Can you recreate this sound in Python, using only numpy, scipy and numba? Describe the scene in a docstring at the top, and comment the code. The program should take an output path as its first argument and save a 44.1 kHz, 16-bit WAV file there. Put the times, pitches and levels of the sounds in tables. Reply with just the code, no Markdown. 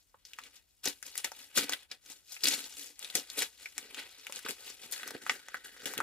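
"""Hands tear stiff wrapping paper off a book in a small room; a faint hush (shaped noise) runs throughout.
Soft rustles open the scene: swarms of tiny grains over sliding hiss, with the parcel thudding underneath.
From 0.86 s creases snap harder, as short pitched cracks with ticks and after-cracks, loudest near 2.5 s.
At 2.98 s the wrap comes open and its drum note weakens; from 4.85 s the torn wrap rings like a pocket.
Each paper sound is followed by brief echoes of fading noise, and rustles and cracks go on to the end."""
import sys
import numpy as np
from scipy import signal
from scipy.fft import rfft, irfft
from scipy.io import wavfile
from scipy.ndimage import uniform_filter1d, map_coordinates
from numba import njit

SR = 44100
rng = np.random.default_rng(int(sys.argv[2]) if len(sys.argv) > 2 else 0)


def persist_wave(psi):
    """Save psi, clipped to +-1, as 16-bit WAV."""
    counts = np.round(np.clip(psi, -1, 1) * 32767).astype(np.int16)
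    wavfile.write(sys.argv[1], SR, np.atleast_2d(counts).T)


N = 265482  # length of the scene in samples


def undb(db):
    """Turn decibels into a plain multiplier."""
    return 10 ** (np.asarray(db) / 20)


def unit(x):
    """Scale a sound to an average (RMS) strength of 1."""
    return x / np.sqrt(np.mean(x ** 2))


def colour(x, table):
    """Shape the spectrum along points of f/Hz and level/dB."""
    hz, db = np.transpose(table)
    size = x.shape[-1]
    f = np.arange(size // 2 + 1) * SR / size + 1  # the 1 avoids log(0)
    gain = undb(np.interp(np.log(f), np.log(hz), db))
    return irfft(rfft(x) * gain, size)


def band(x, lo_hz, hi_hz):
    """Keep mainly the sound between two frequencies."""
    return signal.sosfilt(signal.butter(2, [lo_hz, hi_hz], "bandpass", fs=SR, output="sos"), x)


def wander(hold):
    """Random levels held for some samples and smoothed into slopes; spread 1."""
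    steps = np.repeat(rng.standard_normal(N // hold + 1), hold)[:N]
    return unit(uniform_filter1d(steps, size=hold))


@njit
def grains(n, start, step, cycles, size):
    """Each grain swells and dies within a few cycles of its own pitch; its swings balance, so it has no bass."""
    out = np.zeros(n)
    for k in range(len(start)):
        tau = cycles[k] / step[k]  # samples from start to fullest swell
        lead = 2 * np.arctan(2 * np.pi * cycles[k])  # the phase that balances the swings
        for i in range(min(int(8 * tau), n - start[k])):
            swell = np.e * i / tau * np.exp(-i / tau)
            out[start[k] + i] += size[k] * swell * np.sin(2 * np.pi * step[k] * i - lead)
    return out


def play(s, hz, cycles, size):
    """Place grains at given seconds and pitches, kept within the scene and 50-17000 Hz."""
    start = (np.clip(s, 0, N / SR) * SR).astype(np.int64)
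    return grains(N, start, np.clip(hz, 50, 17000) / SR, cycles + 0 * hz, size)


def swarm(count, lo_hz, hi_hz, spread_db, cycles):
    """Grains at random moments and pitches; a few are far bigger than the rest."""
    when, pitch, rarity, sign = rng.random((count, 4)).T
    hz = lo_hz * (hi_hz / lo_hz) ** pitch
    size = undb(-spread_db * np.log(1 - .999 * rarity)) * np.sign(sign - .5) * np.sqrt(hz / lo_hz)
    return unit(play(when * N / SR, hz, cycles, size))


# Colour of the quiet room: (f/Hz, level/dB), relative
HUSH_COLOUR = [(20, -23), (50, 0.5), (200, -16.5), (1100, -24.5), (5000, -32), (15000, -26)]
HUSH_DB = -75


def hush():
    """Bass-heavy room noise, partly shared by the phone's two sound ports and partly different at each."""
    mid, side = colour(rng.standard_normal((2, N)), HUSH_COLOUR)
    side = 0.77 * side + 0.22 * band(side, 180, 18000)
    return undb(HUSH_DB) * unit(np.array([mid + side, mid - side]))


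# Echoes by band: (centre f/Hz, t/s to fade by 60 dB, relative level/dB, likeness at the two ports 0-1)
ECHO_BANDS = [(544, 0.13, -8.5, 0.48), (1450, 0.08, -4.5, 0), (3530, 0.071, -5.5, 0),
              (14000, 0.19, -11, 0.6)]


def room(dry):
    """Scattered echoes from shelves and walls: noise that dies at its own rate and differs by port in each band."""
    t = np.arange(SR // 3) / SR
    tail = 0
    for hz, t60, db, alike in ECHO_BANDS:
        mid, side = rng.standard_normal((2, len(t)))
        alike = np.clip(alike, 0, 1)
        pair = np.sqrt(1 + alike) * mid + np.sqrt(1 - alike) * side * np.array([[1], [-1]])
        # silent for 1.1 ms, then rising to full over the next 1.1 ms
        fade = np.exp(-np.log(1000) * t / t60) * np.clip(t / 0.0011 - 1, 0, 1)
        echo = band(pair, hz / 2, min(hz * 2, 18000)) * fade
        tail = tail + undb(db) * echo / np.sqrt(2 * np.sum(fade ** 2))
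    return signal.fftconvolve(dry[None], tail, axes=1)[:, :N]


# Dull notes of the book in its sheet, the wrap's drum first: (f/Hz, relative level/dB, t/s to fade by 60 dB)
PARCEL_NOTES = [(286.7, 6, 0.069), (433, 10.5, 0.018), (150, -10.5, 0.047), (684, 4, 0.011)]
OPENS_S, OPENING_S, OPEN_DB = 2.98, 0.17, -11  # the wrap comes open and its drum weakens


def parcel(push):
    """The book in its sheet rings dully when pushed; the drum of the closed wrap weakens as it opens."""
    t = np.arange(4096) / SR
    rings = np.array([undb(db) * np.sin(2 * np.pi * hz * t) * np.exp(-np.log(1000) * t / t60)
                      for hz, db, t60 in PARCEL_NOTES])
    rings = rings / np.abs(rings.sum(axis=0)).max()
    closed = undb(OPEN_DB * np.clip((np.arange(N) / SR - OPENS_S) / OPENING_S, 0, 1))
    drum = signal.fftconvolve(closed * push, rings[0])
    book = signal.fftconvolve(push, rings[1:].sum(axis=0))
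    return (drum + book)[:N]


# Pulls and rubs of the hands on the sheet, all levels relative:
# (loudest at t/s, level/dB, build-up t/s, dying t/s, treble share level/dB, thud share level/dB)
HAND_PULLS = [(0.255, -65, .01, 0.3, 10, -39), (0.438, -54, 0.21, 0.16, -6.5, -10),
              (0.564, -57, 0.052, 0.066, -1, -19), (0.841, -47, 0.0094, 0.12, 5, -10),
              (0.863, -32.5, 0.02, 0.061, -4, -16), (1.064, -51.5, 0.048, 0.13, 1.5, -9),
              (1.186, -45, 0.11, 0.077, -0.5, -28), (1.246, -32.5, 0.0096, 0.044, -10.5, -28),
              (1.411, -54, 0.31, 0.19, -0.5, -13), (1.575, -25.5, 0.021, 0.044, 1, -16.5),
              (1.636, -38, 0.095, 0.051, -3.5, -7), (1.737, -34, 0.11, 0.026, -13, -16),
              (1.832, -53.5, 0.25, 0.036, -9, -42), (1.914, -40.5, 0.014, 0.046, -10, -14.5),
              (2.108, -52, 0.086, 0.13, 1, -9), (2.335, -50.5, 0.066, 0.11, 6.5, -39.5),
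              (2.447, -35.5, 0.023, 0.26, 1.5, -13.5), (2.515, -33, 0.085, 0.059, -1, -17.5),
              (2.811, -50.5, 0.14, 0.15, 6, -9.5), (2.9, -58, 0.12, 0.1, 2, 3),
              (3.037, -48, 0.092, 0.39, -4, -19.5), (3.155, -31.5, 0.014, 0.063, -1, -4),
              (3.377, -40, 0.0092, 0.076, 4, -2), (3.422, -33, 0.11, 0.048, -2, -17.5),
              (3.62, -53.5, 0.16, 0.38, 0.5, -13.5), (3.775, -49.5, 0.017, 1, -6.5, -6),
              (3.988, -35, 0.047, 0.067, -11.5, -19), (4.111, -54, 0.023, 0.13, -1.5, -55),
              (4.27, -52, 0.12, 0.86, -5.5, -21), (4.382, -50.5, 0.26, 0.023, 0, -8),
              (4.451, -34.5, 0.003, 0.039, -10, -13), (4.493, -42, 0.017, 0.064, 2.5, 1),
              (4.682, -47.5, 0.21, 0.14, 0.5, -10), (4.835, -46.5, 0.073, 0.1, -2.5, -5.5),
              (4.924, -43, 0.012, 0.17, 1.5, -36), (5.028, -46, 0.18, 0.3, -4.5, -3.5),
              (5.112, -49, 0.012, 0.046, -17, 12.5), (5.15, -50.5, .015, 0.031, -16, 17.5),
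              (5.22, -56, 0.0087, 0.23, 2.5, 3), (5.298, -41, 0.043, 0.12, -3.5, -7),
              (5.547, -50.5, 0.24, 0.22, -9.5, -14.5), (5.65, -46.5, 0.023, 0.079, -2, -14),
              (5.845, -49.5, 0.24, 0.081, -5, -6), (5.859, -41, 0.005, 0.19, -1.5, -4.5),
              (5.986, -43, 0.05, 0.15, -20, 3)]
# The sheet merely held: (level/dB, treble share level/dB, thud share level/dB), relative
HELD_SHEET = (-82, 10.5, -16)
SWELL_DB = 20  # a pull climbs this much in its build-up time and drops as much in its dying time


def effort():
    """Each pull builds up and dies away evenly in dB; overlapping pulls add power, and the louder sets the colour."""
    s, db, rise, fall, treble_db, thud_db = np.array(HAND_PULLS).T[:, :, None]
    held_db, held_treble_db, held_thud_db = HELD_SHEET
    t = np.arange(0, N + 16, 16) / SR  # every 16th sample is enough
    # neither slope is quicker than 3 ms
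    slope = np.where(t < s, (s - t) / np.maximum(rise, .003), (t - s) / np.maximum(fall, .003))
    power, held = undb(2 * (db - SWELL_DB * slope)), undb(2 * held_db)
    total = power.sum(axis=0) + held

    def mean(column, rest):
        return ((power * column).sum(axis=0) + held * rest) / total

    controls = 10 * np.log10(total), mean(treble_db, held_treble_db), mean(thud_db, held_thud_db)
    return [np.interp(np.arange(N) / SR, t, c) for c in controls]


# Colour of the crackling, sliding fibres: (f/Hz, level/dB), relative
PAPER_COLOUR = [(410, 5), (700, -16), (1140, -15.5), (2160, -7.5), (6320, 5), (7010, 10), (13700, 4.5),
                (16000, -4)]
# the hand reaches into the torn wrap, which then rings like a pocket
POCKET_S, POCKET_HZ, POCKET_DB = 4.85, 1750, 2.5


def rustle():
    """Coarse and fine fibres crackle in uneven fits over the hiss of sliding sheets; the same pull shakes the parcel."""
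    db, treble_db, thud_db = effort()
    fits_db = 2.4 * wander(int(.004 * SR)) + 1.3 * wander(int(.025 * SR))
    # a hard pull slides and crackles in equal parts; a gentle one slides up to 3 dB more
    sliding = undb(np.clip(-.3 * (db + 55), 0, 3))
    slide = sliding * rng.standard_normal(N)
    even = 1 / np.sqrt(1 + sliding ** 2)  # keeps the mix equally strong
    coarse = swarm(count=14000, lo_hz=657, hi_hz=6790, spread_db=2.0, cycles=0.85)
    coarse = colour(coarse + slide, PAPER_COLOUR) * even
    fine = swarm(count=18000, lo_hz=4550, hi_hz=14400, spread_db=2.0, cycles=0.44)
    fine = colour(fine + slide, PAPER_COLOUR) * even

    # slack, dull paper loses its middle along with its treble
    coarse = band(coarse, 674, 4820)
    low = uniform_filter1d(coarse, size=7)
    middle_db = 1.1 * treble_db + 2.13 * wander(int(0.033 * SR))
    coarse = unit(low + undb(middle_db) * (coarse - low))
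    pocket = undb(POCKET_DB) * np.clip((np.arange(N) / SR - POCKET_S) / OPENING_S, 0, 1)
    coarse = coarse + pocket * band(coarse, POCKET_HZ / 1.37, POCKET_HZ * 1.19)
    fine = unit(band(fine, 5500, 22000))

    # harder pulls shake the parcel more than in step
    jolts = swarm(count=3000, lo_hz=243, hi_hz=1070, spread_db=1.5, cycles=0.37)
    shake_db = db + thud_db + 0.35 * (db + 37.5) + 1.12 * fits_db
    shake = parcel(undb(shake_db) * jolts) / np.std(parcel(jolts))
    return undb(db + fits_db + 1.0) * (coarse + undb(treble_db) * fine) + shake


# Creases that buckle: (t/s, relative level/dB, crack f/Hz, relative treble share level/dB)
CREASES = [(0.143, -46, 1040, -20), (0.252, -32.5, 5500, -24), (0.334, -34.5, 3070, -6),
           (0.387, -29.5, 1810, -6), (0.437, -34, 3800, -8), (0.856, -16.5, 6800, -5),
           (0.872, -25, 7100, -6), (0.884, -18.5, 12000, -5.5), (1.027, -33, 2000, 1.5),
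           (1.065, -31, 4900, -2), (1.155, -30, 2030, -1), (1.178, -11, 9200, -22), (1.245, -21.5, 2440, 4),
           (1.318, -35, 1134, 1.5), (1.577, -17.5, 2060, -6), (1.584, -15.5, 3050, -2.5),
           (1.695, -25.5, 2140, 2), (1.723, -23, 2440, -2), (1.734, -16.5, 3250, -8.5),
           (1.915, -21.5, 4700, -20), (2.12, -28.5, 8500, -19), (2.321, -28, 7000, -1),
           (2.366, -33, 2400, -18), (2.437, -10.5, 4870, -28), (2.441, -17, 4400, 2.5),
           (2.456, -9.5, 4330, -20), (2.471, -11, 4600, -12), (2.484, -7.5, 7000, -7),
           (2.993, -21, 8570, -12), (3.027, -28.5, 3400, -7), (3.046, -25, 3830, -16),
           (3.101, -25.5, 3830, -11), (3.153, -14, 3400, 1), (3.301, -25, 4060, -13),
           (3.37, -34, 8100, -10), (3.391, -14, 4900, -6), (3.421, -18, 2200, -4.5),
           (3.658, -28.5, 2300, -49), (3.78, -22, 2590, -5), (3.946, -28, 3090, -9), (4.268, -27, 2460, -5),
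           (4.297, -37.5, 880, -2.5), (4.324, -32, 2460, -1), (4.36, -21, 7600, -20), (4.391, -33, 2460, 1),
           (4.448, -36, 2160, -20), (4.463, -29.5, 1440, -12), (4.486, -26, 2020, -3),
           (4.492, -26.5, 2670, -10), (4.508, -21.5, 4330, -6.5), (4.913, -23, 12700, -23),
           (4.923, -17.5, 12300, -8), (4.937, -28, 8000, -4), (4.997, -33.5, 1760, -53),
           (5.032, -26.5, 1810, -9), (5.077, -33.5, 1540, 3), (5.107, -33.5, 1470, 1),
           (5.265, -26, 1303, -8), (5.296, -11.5, 1990, -18.5), (5.485, -32.5, 1740, -7.5),
           (5.544, -24.5, 1610, -12.5), (5.765, -39.5, 1550, -9), (5.857, -21.5, 3400, -4.5),
           (5.937, -29, 1470, 1.5), (5.978, -18, 2970, -6), (6.003, -17.5, 1300, -12)]


def snaps():
    """A crack at the pitch of the buckling facet, a bright tick, and a quick cluster of after-cracks of every size."""
    s, db, hz, treble_db = np.transpose(CREASES)
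    after_cracks = rng.random((len(s), 4, 12)).T  # twelve for each crease
    tick = play(s, 9000 + 0 * s, .3, undb(db + treble_db + 5))
    # a dull, large facet rings for more cycles than a bright, small one
    crack = play(s, hz, np.clip(.4 - 0.028 * treble_db, .25, 2), undb(db - 1))
    out = crack + tick
    for when, pitch, bright, swing in after_cracks:
        later = .006 * when ** 2  # seconds; most follow at once, the late ones weaker
        size = undb(db - 1050 * later) * (2 * swing - 1)
        out = out + play(s + later, hz * 2 ** (2.4 * pitch - .8), 0.47, size * undb(-5.5))
        out = out + play(s + later, 5500 * 2 ** (1.5 * bright), 0.49, size * undb(treble_db + 7.0))
    return out


# A dip in the colour, as from a bounce off the table: (f/Hz, level/dB)
TABLE_DIP = [(800, -0.5), (1120, -3), (1400, 0.5)]
# Far port against near port, shaded by the phone's body: (f/Hz, level/dB)
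FAR_SHADE = [(100, 1.5), (260, 1), (1300, 0), (4000, -2.5), (15000, -8)]
PORT_LAG_S = 4.6e-5  # the far port hears later by about this much


def scene():
    """Paper sounds reach two ports of a phone directly and by echo, over the room hush."""
    paper = colour(rustle() + snaps(), TABLE_DIP)
    # the paper sounds keep no deep bass below about 65 Hz
    paper = signal.sosfilt(signal.butter(2, 65, "highpass", fs=SR, output="sos"), paper)
    # the lag wanders, since each crackle comes from another spot on the sheet
    lag = SR * (PORT_LAG_S + 3e-5 * wander(int(0.0054 * SR)))
    far = map_coordinates(colour(paper, FAR_SHADE), [np.arange(N) - lag], order=3)
    echoes = room(paper)
    return np.array([paper + echoes[0], far + colour(echoes[1], FAR_SHADE)]) + hush()


TOP_HZ = 15350


def record(dry):
    """A steep low-pass filter removes nearly everything above TOP_HZ."""
    return signal.sosfilt(signal.ellip(8, .2, 70, TOP_HZ, fs=SR, output="sos"), dry)


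dry = scene()
out = record(dry)
persist_wave(out)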